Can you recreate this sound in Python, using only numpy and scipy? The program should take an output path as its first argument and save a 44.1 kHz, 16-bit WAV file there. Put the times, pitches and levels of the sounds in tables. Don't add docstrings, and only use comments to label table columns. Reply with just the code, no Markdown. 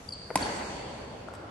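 import sys
import numpy as np
from scipy import signal
from scipy.fft import rfft, irfft, next_fast_len
from scipy.io import wavfile
from scipy.ndimage import uniform_filter1d

SR = 44100
rng = np.random.default_rng(int(sys.argv[2]) if len(sys.argv) > 2 else 0)


def to_wav(sig):
    pcm = np.clip(np.atleast_2d(sig), -1, 1) * 32767
    pcm = np.round(pcm).astype(np.int16)
    wavfile.write(sys.argv[1], SR, pcm.T)


def magnitude_from_level(level_db):
    exponent = np.asarray(level_db, float) / 20
    return 10 ** exponent


N = 66150
T = np.arange(N) / SR
HZ = np.arange(N // 2 + 1) * SR / N


def rms_one(x):
    return x / np.sqrt(np.mean(x ** 2) + 1e-20)


def at_hz(points, hz):
    p = np.array(points)
    return np.interp(np.log(hz), np.log(p[:, 0]), p[:, 1])


def convolve(a, b):
    size = next_fast_len(2 * N)
    return irfft(rfft(a, size) * rfft(b, size), size)[..., :N]


def pan(x, db):
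    return x * magnitude_from_level(np.array([[db / 2], [-db / 2]]))


def after(s, t60, rise_s):
    t = np.maximum(T - s, 0)
    return (1 - np.exp(-t / max(rise_s, 1e-5))) * magnitude_from_level(-60 * t / t60)


def ring(s, hz, t60, contact_s):
    return after(s, t60, contact_s) * np.sin(2 * np.pi * hz * (T - s))


def coloured(spectrum):
    colour = magnitude_from_level(at_hz(spectrum, np.maximum(HZ, 20)))
    return rms_one(irfft(rfft(rng.standard_normal(N)) * colour, N))


def patches(knot_count, db):
    knots = np.linspace(0, N / SR, num=knot_count)
    return db * np.interp(T, knots, rng.standard_normal(knot_count))


# start in seconds, peak in dB, left over right in dB.
BLOW = (.3565, -12, 1.5)
# pitch in Hz, level in dB, t60 in seconds.
RACKET_MODES = [(190, -9, 0.05), (285, -6, 0.035), (680, -13, 0.014), (1560, -11, 0.018), (1920, -8, 0.014),
                (2750, -13, 0.012)]
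# frequency in Hz, level in dB per Hz.
CRACK_COLOUR = [(900, -22), (2300, -1), (3400, -6), (4400, -4), (5500, -1), (6400, -9), (8500, 3),
                (12500, -13)]


def racket():
    s, db, _ = BLOW
    string_hz, string_t60_s, string_db, loaded_db = 1040, .085, -6.5, 1
    cork_load, cork_leaves_s, release_s = .22, .0031, .0005
    contact_s, frame_lag_s, frame_rise_s = 0.00015, .0025, .002
    crack_db, crack_t60_s, crack_rise_s, crack_early_s = 0, 0.010, 0.0006, .0006
    rustle_db, rustle_t60_s = -15.5, 0.064

    loaded = .5 - .5 * np.tanh((np.maximum(T - s, 0) - cork_leaves_s) / release_s)
    turns = string_hz * np.cumsum((T > s) * (1 - cork_load * loaded)) / SR
    size = magnitude_from_level(string_db) * (1 - loaded) + magnitude_from_level(loaded_db) * loaded
    twang = size * after(s, string_t60_s, contact_s) * np.sin(2 * np.pi * turns)

    knock = 0
    for hz, level_db, t60 in RACKET_MODES:
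        if hz > string_hz / 2:
            mode = ring(s, hz, t60, contact_s)
        else:
            mode = ring(s + frame_lag_s, hz, t60, frame_rise_s)
        knock = knock + magnitude_from_level(level_db) * mode

    own = np.array([coloured(CRACK_COLOUR), coloured(CRACK_COLOUR)])
    feathers = coloured(CRACK_COLOUR) + .5 * own
    shape = after(s - crack_early_s, crack_t60_s, crack_rise_s)
    shape = shape + magnitude_from_level(rustle_db) * after(s, rustle_t60_s, crack_rise_s)
    return -magnitude_from_level(db) * (knock + twang), magnitude_from_level(db + crack_db) * feathers * shape


# start in seconds, length in seconds, level in dB,
# starting pitch in Hz, fall in Hz.
SQUEAKS = [
    (.0878, .007, -28.5, 4680, 160),
    (.120, .015, -31, 4610, 60),
    (.1315, .010, -33.5, 4480, 200),
    (.1345, .006, -43, 8650, 300),
    (.4145, .006, -39, 8800, 100),
    (.4215, .016, -28.5, 4760, 560),
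]


def squeaks():
    overtone_db, rasp_db, slip_jitter, slip_skew = -22, -28, .02, .85
    wobble = rms_one(uniform_filter1d(rng.standard_normal(N), size=60))
    rasp = magnitude_from_level(rasp_db) * np.diff(coloured(CRACK_COLOUR), prepend=0)
    out = 0
    for s, length, db, hz, fall_hz in SQUEAKS:
        u = np.clip((T - s) / length, 0, 1)
        phase = 2 * np.pi * np.cumsum((hz - fall_hz * u) * (1 + slip_jitter * wobble)) / SR
        chirp = rasp + np.sin(phase) + magnitude_from_level(overtone_db) * np.sin(2 * phase)
        out = out + magnitude_from_level(db) * np.sin(np.pi * u ** slip_skew) ** 2 * chirp
    return out


# start in seconds, peak in dB, pitch in Hz, ring in cycles.
STEPS = [(.3040, -14.5, 660, 4.2), (.3044, -29, 1440, 18), (.3040, -33.5, 2020, 28),
         (.3096, -21.5, 469, 10.7), (.3105, -31.5, 935, 26), (.3105, -35, 1770, 17),
         (1.285, -28.5, 1363, 19.3), (1.2852, -25.5, 790, 8), (1.303, -38.5, 1390, 27),
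         (1.3381, -24.5, 1080, 5.5), (1.3374, -29.5, 600, 6.2)]
# start in seconds, level in dB.
SCUFFS = [
    (1.2835, -59),
    (1.3367, -48.5),
    (1.35, -48.5),
]


def steps():
    knocks = sum(magnitude_from_level(db) * ring(s, hz, cycles / hz, .5 / hz) for s, db, hz, cycles in STEPS)
    scuff_shape = sum(magnitude_from_level(db) * after(s, 0.041, 0.00041) for s, db in SCUFFS)
    return pan(knocks + coloured(CRACK_COLOUR) * scuff_shape, 3.5)


# delay in seconds, level in dB, left over right in dB.
ECHOES = [
    (.0174, -9.5, 2),
    (.037, -19, -2),
]


def echoes(x):
    walls = 0
    for delay_s, db, pan_db in ECHOES:
        walls = walls + pan(np.interp(T - delay_s, T, x, left=0) * magnitude_from_level(db), pan_db)
    bass_cut_hz, top_hz = 1900, 7400
    return signal.sosfilt(signal.butter(6, [bass_cut_hz, top_hz], "band", fs=SR, output="sos"), walls)


# frequency in Hz,
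# likeness (1 is identical, 0 unrelated).
LIKENESS = [(60, 1), (130, 0.98), (270, 0.88), (580, 0.48), (1240, 0), (2640, 0.06), (5620, -.1),
            (12000, -.2)]


def diffuse(gain_of_band):
    out, hz = 0, np.maximum(HZ, 1)
    mid, side = rfft(rng.standard_normal((2, N)))
    for centre in 25 * 2 ** np.arange(0, 9.3, 1 / 3):
        band = np.cos(np.pi / 2 * np.clip(3 * np.log2(hz / centre), -1, 1)) ** 2
        alike = np.clip(at_hz(LIKENESS, centre), -1, 1)
        m = np.sqrt(1 + alike) * mid * band
        s = np.sqrt(1 - alike) * side * band
        out = out + gain_of_band(centre) * irfft(np.array([m + s, m - s]), N)
    return out


# frequency in Hz, t60 in seconds.
HALL_T60 = [(60, 2.6), (250, 3.9), (700, 3.19), (1500, 2.26), (3000, 2.98), (5000, 2.19), (8000, 1.92),
            (12000, 0.18)]
# frequency in Hz, level in dB.
HALL_COLOUR = [(60, 5), (130, 1), (350, 9), (600, 8), (900, 4.5), (1400, 13.5), (4000, 3.5), (12000, 3.5)]


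def hall(x):
    build_s, start_s = .03, .002
    far_walls_s, far_walls_db, far_walls_t60_s, far_walls_rise_s = .047, 11, .06, .008
    dull_hz, thin_hz = 2500, 330
    swell = magnitude_from_level(far_walls_db) * after(far_walls_s, far_walls_t60_s, far_walls_rise_s)

    def band_gain(hz):
        far_walls = swell / (1 + (hz / dull_hz) ** 2) / (1 + (thin_hz / hz) ** 2)
        level = magnitude_from_level(at_hz(HALL_COLOUR, hz) + patches(30, 1.8))
        return (1 + far_walls) * level * after(start_s, at_hz(HALL_T60, hz), build_s)

    tail = diffuse(band_gain)
    return convolve(x, tail / np.sqrt(np.sum(tail ** 2) / 2))


# frequency in Hz, level in dB per Hz.
AIR = [(40, 0.5), (80, 6.5), (250, -1.5), (600, -3), (1100, -9.5), (2000, -13.5), (5000, -19),
       (12000, -25.5)]
# frequency in Hz, fading in dB per second.
AIR_FADE = [(100, -0.5), (1000, -3.5), (6000, 5.5)]


def air():
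    def band_gain(hz):
        return magnitude_from_level(at_hz(AIR, hz) - at_hz(AIR_FADE, hz) * T + patches(16, 1.8))

    return magnitude_from_level(-45.5) * rms_one(diffuse(band_gain))


def scene():
    (knock, crack), squeak, step = racket(), squeaks(), steps()
    blow_s, _, blow_pan_db = BLOW
    blow = knock + crack
    step_mono = step.mean(axis=0)

    lag_s = .00006
    late = irfft(rfft(blow[1]) * np.exp(-2j * np.pi * HZ * lag_s), N)
    direct = np.array([blow[0], late]) * pan(0.95, blow_pan_db) + pan(squeak, 3.5) + step

    impulse = 1. * (np.arange(N) == int(blow_s * SR))
    thump = signal.sosfilt(signal.cheby1(8, 1, 1045, fs=SR, output="sos"), impulse)
    click = magnitude_from_level(3.5) * impulse + magnitude_from_level(16) * thump
    send = magnitude_from_level(-20.5) * knock + click + magnitude_from_level(-0.5) * squeak + magnitude_from_level(-5.5) * step_mono
    return direct + echoes(blow[0] + squeak + step_mono) + hall(send) + air()


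def band_limit(x):
    return signal.sosfilt(signal.butter(12, 12570, fs=SR, output="sos"), x)


# low edge in Hz, high edge in Hz, list of sounding spans (from,
# to) in seconds.
TOP_BANDS = [(9150, 10250, [(.06, .135), (.29, .337), (.35, .388), (.423, .46)]),
             (10250, 11400, [(-1, .135), (.265, .424), (.44, 2)]), (11400, 11750, [(0, .135), (.34, .41),
             (.44, .66), (.72, .8), (1.17, 1.25), (1.3, 1.45)]), (11750, 12500, [(.352, .364)])]
# low edge in Hz, high edge in Hz, from and to in seconds.
DROPOUTS = [
    (3550, 3900, .1, .15),
    (5150, 5550, .19, .235),
    (6950, 7450, .283, .31),
    (3100, 3500, .645, .692),
]


def record(dry):
    limit, bass_cut_hz = .45, 46
    rounded = limit * np.tanh(dry / limit)
    x = signal.sosfilt(signal.butter(4, bass_cut_hz, "high", fs=SR, output="sos"), rounded)
    spectrum = rfft(x)

    def band(low, high):
        return irfft(spectrum * (HZ >= low) * (HZ < high), N)

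    def gate(spans):
        return uniform_filter1d(sum((T > a) * (T < b) for a, b in spans) * 1., size=300)

    out = band(0, TOP_BANDS[0][0])
    for low, high, spans in TOP_BANDS:
        out = out + gate(spans) * band(low, high)
    for low, high, a, b in DROPOUTS:
        out = out - gate([(a, b)]) * band(low, high)
    return band_limit(out)


dry = scene()
out = record(dry)
to_wav(out)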